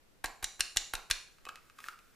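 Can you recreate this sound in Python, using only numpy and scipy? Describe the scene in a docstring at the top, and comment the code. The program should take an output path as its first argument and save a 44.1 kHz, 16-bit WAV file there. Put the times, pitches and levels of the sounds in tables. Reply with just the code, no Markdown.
"""Over faint room noise, a hand pats a plastic rotary cheese grater six times, close by, above a plate.
Each pat brushes and knocks the housing and pushes a puff of air; a moment later the loose drum clacks
against its seat. Then the grater is turned over: fingers rub, the hinged handle rattles in the hollow
hopper and the hand takes hold with a dull knock. A small, lively room echoes the knocks and rattles."""
import sys
import numpy as np
from scipy import signal
from scipy.fft import rfft, irfft
from scipy.io import wavfile
from scipy.ndimage import uniform_filter1d

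SR = 44100
rng = np.random.default_rng(int(sys.argv[2]) if len(sys.argv) > 2 else 0)


def to_wav(s):
    """Save 16-bit WAV."""
    ch = np.atleast_2d(s).T  # columns
    pcm = np.round(np.clip(ch, -1, 1) * 32767)  # PCM
    wavfile.write(sys.argv[1], SR, pcm.astype(np.int16))


N = 94815
T = np.arange(int(.7 * SR)) / SR  # seconds since a sound began


def gain(db):
    """Turn decibels into a multiplier."""
    return 10 ** (np.asarray(db) / 20)


def unit(x):
    """Scale a sound to an average (rms) level of 1."""
    return x / np.sqrt(np.mean(x ** 2))


def pan(left_minus_right_db):
    """Left and right gains; negative leans right."""
    return gain(np.array([[left_minus_right_db], [-left_minus_right_db]]) / 2)


def widen(a, b, likeness):
    """Make left and right from two unrelated sounds; likeness 1 makes them equal."""
    return np.sqrt((1 + likeness) / 2) * a + np.sqrt((1 - likeness) / 2) * b * np.array([[1], [-1]])


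def add(out, start_s, x):
    """Mix a sound in at its start time."""
    i = int(start_s * SR)
    out[i:i + len(x)] += x[:max(N - i, 0)]


def fade(fade_s, rise_s):
    """Rise quickly, then fall by 60 dB every fade_s."""
    return np.minimum(T / rise_s, 1) * np.exp(-np.log(1000) * np.maximum(T - rise_s, 0) / fade_s)


def shade(x, colour):
    """Filter a sound by a colour: a list of (pitch_hz, level_db) points."""
    hz, db = np.array(colour).T
    f = np.maximum(np.fft.rfftfreq(2 * len(x), 1 / SR), 1)
    curve_db = np.interp(np.log(f), np.log(hz), db)
    return irfft(rfft(x, 2 * len(x)) * gain(curve_db))[:len(x)]


def noise(colour):
    """Steady coloured noise, as long as the scene."""
    return unit(shade(rng.standard_normal(N), colour))


def burst(colour, fade_s, rise_s, smooth_bins=400):
    """Fading noise, its spectrum evened out and then coloured."""
    envelope = fade(fade_s, rise_s)
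    spectrum = rfft(rng.standard_normal(len(T)) * envelope, 2 * len(T))
    power = uniform_filter1d(abs(spectrum) ** 2, smooth_bins)
    even = irfft(spectrum / np.sqrt(power + 1e-9))[:len(T)]
    return unit(shade(even, colour)) * np.sqrt(np.mean(envelope ** 2))


def ring(tones, rise_s, pitch=1):
    """A struck object's fading tones; neighbours swing in opposite directions."""
    phase = rng.random()
    out = sum((-1) ** k * gain(db) * fade(fade_s, rise_s) * np.sin(2 * np.pi * (hz * pitch * T + phase))
              for k, (hz, db, fade_s) in enumerate(tones))
    return out / np.sqrt(sum(gain(db) ** 2 for _, db, _ in tones))


def contact(x, brightness, spot_hz, lift_db, pivot_hz, octaves):
    """Harder contact brightens a blow; the spot that is struck lifts one band of pitches."""
    f = np.maximum(np.fft.rfftfreq(2 * len(x), 1 / SR), 1)
    tilt_db = brightness * np.log2(np.hypot(f, 700) / pivot_hz)
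    spot_db = lift_db * np.exp(-(np.log2(f / spot_hz) / octaves) ** 2)
    return irfft(rfft(x, 2 * len(x)) * gain(tilt_db + spot_db))[:len(x)]


# The colour of the quiet room: pitch_hz, level_db
BACKGROUND = [(20, 3.5), (60, -7), (150, -10.5), (330, -11), (500, -11.5), (750, -17), (1300, -18.5),
              (2000, -20), (5700, -26.5), (14500, -31), (15400, -53)]
def room_noise():
    """A faint, steady rumble and hiss from all around."""
    return gain(-65) * widen(noise(BACKGROUND), noise(BACKGROUND), likeness=.11)


# The hand's pats: start_s, level_db, brightness_db_per_octave, spot_hz, lift_db, brush_db, puff_db
PATS = [(.2422, -23, -0.5, 1780, 7, -39, -43.5), (0.4278, -33, -0.5, 1430, 8.5, -40.5, -44.5),
        (.5955, -36, 0, 1500, 1, -43.5, -47.5), (.7620, -31.5, 0, 1360, 5, -41.5, -42),
        (.9360, -25.5, 1, 1340, 11, -41, -41.5), (1.1018, -34, 1.5, 1340, 5, -35.5, -39)]
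# The tones of the plastic housing: pitch_hz, level_db, fade_s
HOUSING_TONES = [(358.5, -11.5, 0.016), (480, -12.5, .02), (758, -7.5, 0.012), (1097, -7.5, 0.024),
                 (1340, -2.5, 0.0096), (1536, -1.5, 0.0059), (1960, -10, 0.011), (2310, -13, 0.004),
                 (3900, -8, 0.016)]
# The colour of skin meeting plastic: pitch_hz, level_db
SKIN_COLOUR = [(150, -10), (600, -6), (1500, 3.5), (3000, 1.5), (6000, -6), (12000, -2), (16000, -18)]
PAT_RISE_S, BRUSH_LEAD_S = .00062, .003
def pats():
    """Skin brushes the housing, then knocks it and makes it ring."""
    out = np.zeros(N)
    for start_s, db, brightness, spot_hz, lift_db, brush_db, _ in PATS:
        knock = ring(HOUSING_TONES, PAT_RISE_S)
        knock += gain(-6.5) * burst(SKIN_COLOUR, fade_s=.022, rise_s=PAT_RISE_S)
        knock = contact(knock, brightness, spot_hz, lift_db, pivot_hz=1820, octaves=.23)
        brush = burst(SKIN_COLOUR, fade_s=.082, rise_s=BRUSH_LEAD_S)
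        add(out, start_s, gain(db) * knock)
        add(out, start_s - BRUSH_LEAD_S, gain(brush_db) * brush)
    return out


# The deep tones of a puff of air: pitch_hz, level_db, fade_s
PUFF_TONES = [(27.5, -2, 0.21), (73.4, -7.5, 0.036)]
def air_puffs():
    """Each pat sends a soft, low thump of air to the microphone."""
    out = np.zeros(N)
    for start_s, *_, puff_db in PATS:
        add(out, start_s, gain(puff_db) * ring(PUFF_TONES, rise_s=.0054))
    return out


# The drum's hits: start_s, level_db, brightness_db_per_octave, pitch_ratio, spot_hz, lift_db, steel_db
CLACKS = [(0.2579, -29.5, 0, 1.0, 7160, 6, -77), (.4424, -20.5, 2, 1.01, 3810, 14.5, -48),
          (0.6062, -14.5, 1.5, 1.0, 3640, 4, -51), (0.7701, -13.5, 1.5, 1.005, 6470, 4.5, -48),
          (0.9518, -28.5, 0.5, 1.0, 3770, 13.5, -59), (1.1102, -14, 0, .99, 5480, 6.5, -60)]
# The drum's short plastic tones: pitch_hz, level_db, fade_s
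DRUM_TONES = [(1664, -2, 0.0079), (2420, -13, 0.01), (2800, -2.5, 0.013), (3631, -1, 0.0066),
              (4274, -4, 0.018), (5535, -3.5, 0.01), (6050, -4.5, 0.0094), (6656, -2, 0.0072),
              (7187, -3, 0.01), (8550, -7, 0.0076), (9370, -3.5, 0.004), (13400, -15.5, 0.0061)]
# Its longer steel tones: pitch_hz, level_db, fade_s
STEEL_TONES = [(2255, 3, 0.29), (2420, -8, 0.44), (3952, -18.5, 0.52), (4016, 5.5, 1), (4060, -15, 0.24),
               (5930, 8, 0.45), (6200, -5, 0.25), (6860, -9, 0.27)]
# The colour of its sharp crack: pitch_hz, level_db
CRACK_COLOUR = [(150, -19), (900, -13), (1800, -2.5), (4000, 2), (7000, -5), (10000, -2.5), (14000, -21.5),
                (16000, -28.5)]
def drum_clacks(rise_s=.0013):
    """The loose drum strikes its seat: plastic cracks and steel rings faintly."""
    out = np.zeros(N)
    for start_s, db, brightness, pitch, spot_hz, lift_db, steel_db in CLACKS:
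        clack = ring(DRUM_TONES, rise_s, pitch)
        clack += gain(-5) * burst(CRACK_COLOUR, fade_s=.0086, rise_s=rise_s)
        clack = contact(clack, brightness, spot_hz, lift_db, pivot_hz=4500, octaves=.071)
        steel = ring(STEEL_TONES, rise_s)
        add(out, start_s, gain(db) * clack + gain(steel_db) * steel)
    return out


# How loudly the fingers rub: time_s, level_db
RUB_LEVELS = [(1.3, -73), (1.438, -73.5), (1.48, -65.5), (1.56, -73), (1.66, -69.5), (1.751, -74),
              (1.86, -56), (1.96, -69.5), (2.14, -70.5)]
# The colour of the rubbing: pitch_hz, level_db
RUB_COLOUR = [(200, -21.5), (900, -31), (1280, -2.5), (1900, -12), (4000, -17), (14000, -19)]
def finger_rub():
    """Fingers slide on the grater with a soft hiss that swells and sinks."""
    time_s, db = np.array(RUB_LEVELS).T
    return noise(RUB_COLOUR) * np.interp(np.arange(N) / SR, time_s, gain(db), left=0)


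# The handle's taps: start_s, hopper_db, hopper_hz, tick_db, hinge_db
RATTLES = [(1.3837, -58.5, 1300, -58.5, -68), (1.4522, -47.5, 1210, -41.5, -43.5),
           (1.465, -54, 1185, -57, -45.5), (1.4711, -38, 1190, -58, -57), (1.4877, -45.5, 1277, -41, -55),
           (1.4903, -33, 1296, -40.5, -38.5), (1.5567, -70, 1240, -42, -61), (1.574, -48.5, 1270, -61, -70),
           (1.698, -48.5, 1280, -54.5, -61), (1.786, -63, 1187, -49, -74), (1.7881, -40, 1225, -50.5, -72),
           (1.803, -45.5, 1240, -45.5, -65), (1.8405, -38, 1716, -42.5, -63),
           (1.8558, -51, 1344, -52.5, -71), (1.8619, -41.5, 1290, -51, -56),
           (1.8692, -56, 1296, -48.5, -72), (1.8847, -28.5, 1356, -37, -71),
           (1.9895, -73, 1400, -52.5, -58)]
# The colour of a dry tick: pitch_hz, level_db
TICK_COLOUR = [(200, -10), (800, -7.5), (1500, 3.5), (3000, 1.5), (5000, -2.5), (8000, -7.5),
               (13000, -10.5), (16000, -50)]
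# The tones of the hopper, which holds the cheese: ratio_to_hopper_hz, level_db, fade_s
HOPPER_TONES = [(.9, -20.5, .02), (1.01, -9, 0.019), (1.3, -28.5, 0.018), (2.03, -25, .02)]
# The tones of the hinge: pitch_hz, level_db, fade_s
HINGE_TONES = [(2576, -9.5, 0.064), (2930, -1, .014), (7600, -16, 0.022)]
def handle_rattles(rise_s=.0014):
    """The handle ticks against the hollow hopper; hopper and hinge both ring."""
    out = np.zeros(N)
    for start_s, hopper_db, hopper_hz, tick_db, hinge_db in RATTLES:
        tick = gain(tick_db) * burst(TICK_COLOUR, fade_s=.01, rise_s=.00072)
        hopper = gain(hopper_db) * ring(HOPPER_TONES, rise_s, hopper_hz)
        hinge = gain(hinge_db) * ring(HINGE_TONES, rise_s)
        add(out, start_s, tick + hopper + hinge)
    return out


def grip(start_s=1.4658):
    """The housing gives a soft, dull knock as the hand closes on it."""
    out = np.zeros(N)
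    knock = ring(HOUSING_TONES, PAT_RISE_S)
    dull = contact(knock, brightness=-2, spot_hz=480, lift_db=9.5, pivot_hz=1010, octaves=.75)
    add(out, start_s, gain(-40) * dull)
    return out


def direct_sound(x, lag_s=.000012):
    """Sound reaches the microphone's right opening just after its left one."""
    phase_gap = 2 * np.pi * np.fft.rfftfreq(N, 1 / SR) * lag_s
    return irfft(rfft(x) * np.exp(.5j * phase_gap * np.array([[1], [-1]])), N)


# Bounces off the table and plates: delay_s, level_db
ECHOES = [(.0056, -26.5), (.0074, -26)]
# The colour of the room's echo: pitch_hz, level_db
ECHO_COLOUR = [(100, -3), (350, 2), (600, 1), (850, 4.5), (1300, -2.5), (1800, -3), (2400, 1), (3200, -6),
               (4050, -2.5), (4900, -1), (6000, -4), (7300, -2.5), (8400, -4.5), (10000, -10.5),
               (15000, -8)]
def room_echo(x):
    """Sound bounces off the table, scatters from nearby things and dies away in the room."""
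    tails = [burst(ECHO_COLOUR, fade_s=.43, rise_s=.011, smooth_bins=120) for _ in range(2)]
    scatters = [burst(ECHO_COLOUR, fade_s=.041, rise_s=.0025) for _ in range(2)]
    tail = gain(-10.5) * unit(widen(*tails, likeness=.79))
    scatter = gain(-11) * unit(widen(*scatters, likeness=.7))
    response = (tail + scatter) / np.sqrt(len(T))
    for delay_s, db in ECHOES:
        response[:, int(delay_s * SR)] += gain(db)
    return signal.fftconvolve(x[None], response, axes=1)[:, :N]


def scene():
    """Room noise, the echoing grater near the middle, and air puffs to the right."""
    background = room_noise()
    grater = pats() + drum_clacks() + grip() + handle_rattles() + finger_rub()
    in_room = direct_sound(grater) + room_echo(grater)
    return background + in_room * pan(-.7) + air_puffs() * pan(-12)


def record(dry):
    """The recorder cuts the highest treble."""
    top_hz = 15200
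    return signal.sosfilt(signal.ellip(8, .2, 70, top_hz, fs=SR, output="sos"), dry)


dry = scene()
out = record(dry)
to_wav(out)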